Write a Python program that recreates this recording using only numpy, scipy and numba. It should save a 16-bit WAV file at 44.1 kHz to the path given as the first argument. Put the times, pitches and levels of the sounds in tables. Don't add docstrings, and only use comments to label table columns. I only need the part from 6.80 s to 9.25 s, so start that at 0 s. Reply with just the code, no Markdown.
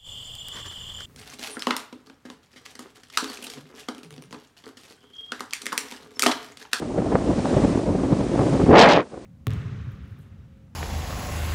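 import sys
import numpy as np
from scipy import signal
from scipy.io import wavfile
from scipy.ndimage import uniform_filter1d
from numba import njit

SR = 44100
rng = np.random.default_rng(int(sys.argv[2]) if len(sys.argv) > 2 else 0)


def volts_from_decibels(level):
    exponent = np.asarray(level, float) / 20
    return 10 ** exponent


def transcribe(u):
    v = np.clip(np.atleast_2d(u).T, -1, 1)
    q = np.round(v * 32767).astype(np.int16)
    wavfile.write(sys.argv[1], SR, q)


N = 108045


def unit(x):
    return x / np.sqrt(np.mean(x ** 2))


def curve(table, col):
    a = np.array(table, float)
    return np.interp(np.arange(N) / SR, a[:, 0], a[:, col])


@njit
def svf(x, hz, share):
    y, band, low = np.empty(len(x)), 0., 0.
    for i in range(len(x)):
        g = np.tan(np.pi * hz[i] / SR)
        v = (band + g * (x[i] - low)) / (1 + g * (g + share))
        band = 2 * v - band
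        low = low + 2 * g * v
        y[i] = share * v
    return y


def walk(rate):
    hold = int(SR / rate)
    steps = np.repeat(rng.standard_normal(N)[:N // hold + 1], hold)
    w = uniform_filter1d(uniform_filter1d(steps, hold), hold)[:N]
    return w / w.std()


def steady(x, span_s):
    span = int(span_s * SR)
    power = uniform_filter1d(uniform_filter1d(x ** 2, span), span)
    return x / np.sqrt(power + 1e-12)


def eddies(hz, shape, shared_db, own_db, rate, even_s):
    steady_cycles = 14.7
    push = rng.standard_normal(N) * volts_from_decibels(shared_db * walk(rate))
    out = 0
    for times, share, db in shape:
        centre = np.clip(hz * times, 20., 9000.)
        band = push
        for _ in range(3):
            band = svf(band, centre, 2.0 * share)
        span_s = np.clip(steady_cycles / (times * np.median(hz)), .022, .06)
        out = out + volts_from_decibels(db + own_db * walk(rate / 2)) * steady(band, span_s)
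    return steady(out, even_s)


def blades():
    # (frequency [Hz], level per Hz [dB])
    wash = [(500, 14.5), (1000, -7), (1700, 3.5), (2500, -7.5), (4000, -5.5), (6000, -6.5), (8000, -8.5),
            (10000, -18.5)]
    wash_db, blade_hz, nearest_s = -36, 1.0, 0.7
    swish_db, swish_bright_db = 2.5, -0.5
    t, a = np.arange(N) / SR, np.array(wash, float)
    near = np.cos(2 * np.pi * blade_hz * (t - nearest_s))
    drift = walk(8.34)
    out = 0
    for hz in 500 * 2 ** np.arange(0, 4.6, .5):
        db = np.interp(np.log(hz), np.log(a[:, 0]), a[:, 1])
        db = db + .7 * drift + .5 * walk(14)
        db = db + near * (swish_db + swish_bright_db * np.log2(hz / 3000))
        centre = np.full(N, hz)
        hiss = svf(svf(rng.standard_normal(N), centre, 0.89), centre, 0.89)
        out = out + volts_from_decibels(db) * hiss
    return unit(out) * volts_from_decibels(wash_db)


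def buffeting():
    # (time [s], level [dB], length [s], eddy frequency [Hz])
    swells = [(.027, -22, .01, 340), (1.915, -8, .018, 150), (.184, -15, .016, 300), (.215, -20, .015, 280),
              (.267, -21, .012, 260), (.326, -16, .01, 300), (.352, -14, .011, 290), (.498, -14, .022, 205),
              (.587, -18, .013, 190), (.66, -21, .012, 250), (.74, -18, .02, 260), (.775, -11, .011, 195),
              (.846, -12, .011, 200), (.954, -16, .014, 210), (.98, -19, .012, 280),
              (1.077, -17, .012, 195), (1.105, -18, .018, 175), (1.15, -19, .014, 190),
              (1.241, -18, .011, 190), (1.327, -14, .013, 180), (1.405, -18, .013, 195),
              (1.547, -19, .014, 215), (1.605, -15, .02, 240), (1.667, -18, .011, 205),
              (1.739, -16, .024, 185), (1.81, -15, .012, 250), (1.838, -14, .01, 200),
              (2.265, -28, .01, 340), (2.334, -19, .012, 280), (2.375, -20, .012, 240)]
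    # (time [s], level [dB])
    lull = [(0, -25), (.1, -22.5), (.3, -20), (.43, -21), (.62, -23.5), (.82, -17.5), (.9, -18),
            (1.0, -23.5), (1.2, -20.5), (1.5, -22.5), (1.6, -19), (1.85, -21.5), (2.0, -14), (2.3, -35.5),
            (2.45, -25.5)]
    # (multiple of eddy frequency [ratio], bandwidth share [ratio], level [dB])
    eddy_sizes = [(.3, 0.3, -10.5), (.55, 1, 2), (1.1, 0.84, 5), (2.2, 0.48, -8.5), (3.5, 0.43, -18.5),
                  (5.5, 0.88, -28)]
    lull_hz = 213
    t = np.arange(N) / SR
    power = volts_from_decibels(curve(lull, 1)) ** 2
    pitch = power * lull_hz
    for s, db, length, hz in swells:
        swell = volts_from_decibels(db) ** 2 * np.exp(-((t - s) / length) ** 2)
        power = power + swell
        pitch = pitch + swell * hz
    rumble = eddies(pitch / power, eddy_sizes, shared_db=4.5, own_db=1.5, rate=120, even_s=.016)
    return np.sqrt(power) * rumble


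def pops():
    # (time [s], peak level [dB], width [ms], push + or suck - [ratio])
    hits = [(0.028, -7, 0.19, -0.19), (0.182, -22, 0.46, -0.2), (0.1913, -1, 0.74, 0.62),
            (0.3287, -8.5, 0.88, 1), (0.3488, -5.5, 0.92, 1), (.352, -9, .35, 1), (.355, 0, .22, -1),
            (.6567, -8, .27, 1), (.773, -7, .8, -1), (.848, -8, .35, -1), (0.9533, -0.5, 0.57, -0.51),
            (0.991, -9, 0.13, 0.14), (1.327, -4, .8, -1.14), (1.8403, -5, 0.99, 1), (1.893, 1.5, 0.54, 1),
            (2.176, 12, 0.3, -1.5)]
    t, out = np.arange(N) / SR, 0
    for s, db, width_ms, way in hits:
        u = (t - s) * 1000 / width_ms
        spike = np.exp(-u ** 2)
        dip = .3 * np.exp(-((u - 1.5) / 3.5) ** 2)
        out = out + way * volts_from_decibels(db) * (spike - dip) * 1.4
    return out


def gust():
    # (time [s], level [dB], eddy frequency [Hz], tearing level [dB], tearing centre [Hz])
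    course = [
        (1.86, -22.5, 245, -32.5, 900),
        (1.9, -11, 241, -36.5, 1210),
        (1.935, -2, 384, -26.5, 1600),
        (1.96, 0, 505, -16.5, 2210),
        (2.025, 1.5, 648, -9.5, 2960),
        (2.075, 0.5, 574, -16, 2500),
        (2.12, 0, 593, -12.5, 2500),
        (2.2, -3, 398, -14, 1700),
        (2.245, -28, 370, -17.5, 1140),
    ]
    # (multiple of eddy frequency [ratio], bandwidth share [ratio], level [dB])
    gust_sizes = [(0.121, 0.79, -20), (0.399, 0.36, -2), (1.049, 0.79, 7), (2.2, 0.58, -5.5)]
    t = np.arange(N) / SR
    eddy_hz = np.maximum(curve(course, 2), 100)
    roar = eddies(eddy_hz, gust_sizes, shared_db=3, own_db=1, rate=300, even_s=.005)
    rip = walk(420)
    centre = np.clip(curve(course, 4) * np.exp(.11 * rip + .05 * walk(70)), 300, 9000)
    tear = rng.standard_normal(N)
    for _ in range(4):
        tear = svf(tear, centre, 1.7)
    tear = steady(tear, .006) * volts_from_decibels(curve(course, 3) + 2.6 * rip + .9 * walk(70))
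    blowing = (t > course[0][0]) * (t < course[-1][0])
    return (roar + tear) * volts_from_decibels(curve(course, 1)) * blowing


def starve(x):
    limit_db, scatter_db, from_hz = -52, 5.5, 4500
    f, _, z = signal.stft(x, SR, nperseg=384)
    power = np.abs(z) ** 2
    bins, frames = len(f), power.shape[-1]
    patch = np.add.reduceat(power, np.arange(0, bins, 8), axis=-2)
    patch = np.repeat(patch, 8, axis=-2)[:, :bins]
    scatter = np.repeat(rng.standard_normal((bins // 8 + 1, frames // 2 + 1)), 8, axis=0)
    scatter = np.repeat(scatter, 2, axis=1)[:bins, :frames]
    limit = volts_from_decibels(limit_db + scatter_db * scatter)
    loud = uniform_filter1d(power.sum(-2, keepdims=True), size=3, axis=-1)
    keep = (patch > loud * limit ** 2) | (f < from_hz)[:, None]
    return signal.istft(z * np.where(keep, 1, .03), SR, nperseg=384)[1][:, :N]


def scene():
    return (blades() + buffeting() + pops() + gust())[None]


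def roll_off(x):
    return signal.sosfilt(signal.butter(12, 10070, fs=SR, output="sos"), x)


def record(dry):
    # (time [s], gain [dB])
    gain_course = [
        (0, -6),
        (.6, -1.5),
        (1.9, -1),
        (1.95, -6.5),
        (2.05, -10),
        (2.2, -14.5),
        (2.45, -13),
    ]
    mic_low_hz, ceiling, top_hz = 60, 1.5, 10050
    bass_cut = signal.butter(1, mic_low_hz, "high", fs=SR, output="sos")
    x = signal.sosfilt(bass_cut, dry) * volts_from_decibels(curve(gain_course, 1))
    x = starve(ceiling * np.tanh(x / ceiling))
    steep_top = signal.ellip(8, .2, 45, top_hz, fs=SR, output="sos")
    x = signal.sosfiltfilt(steep_top, x)
    return roll_off(np.clip(x, -.99, .99))


dry = scene()
out = record(dry)
transcribe(out)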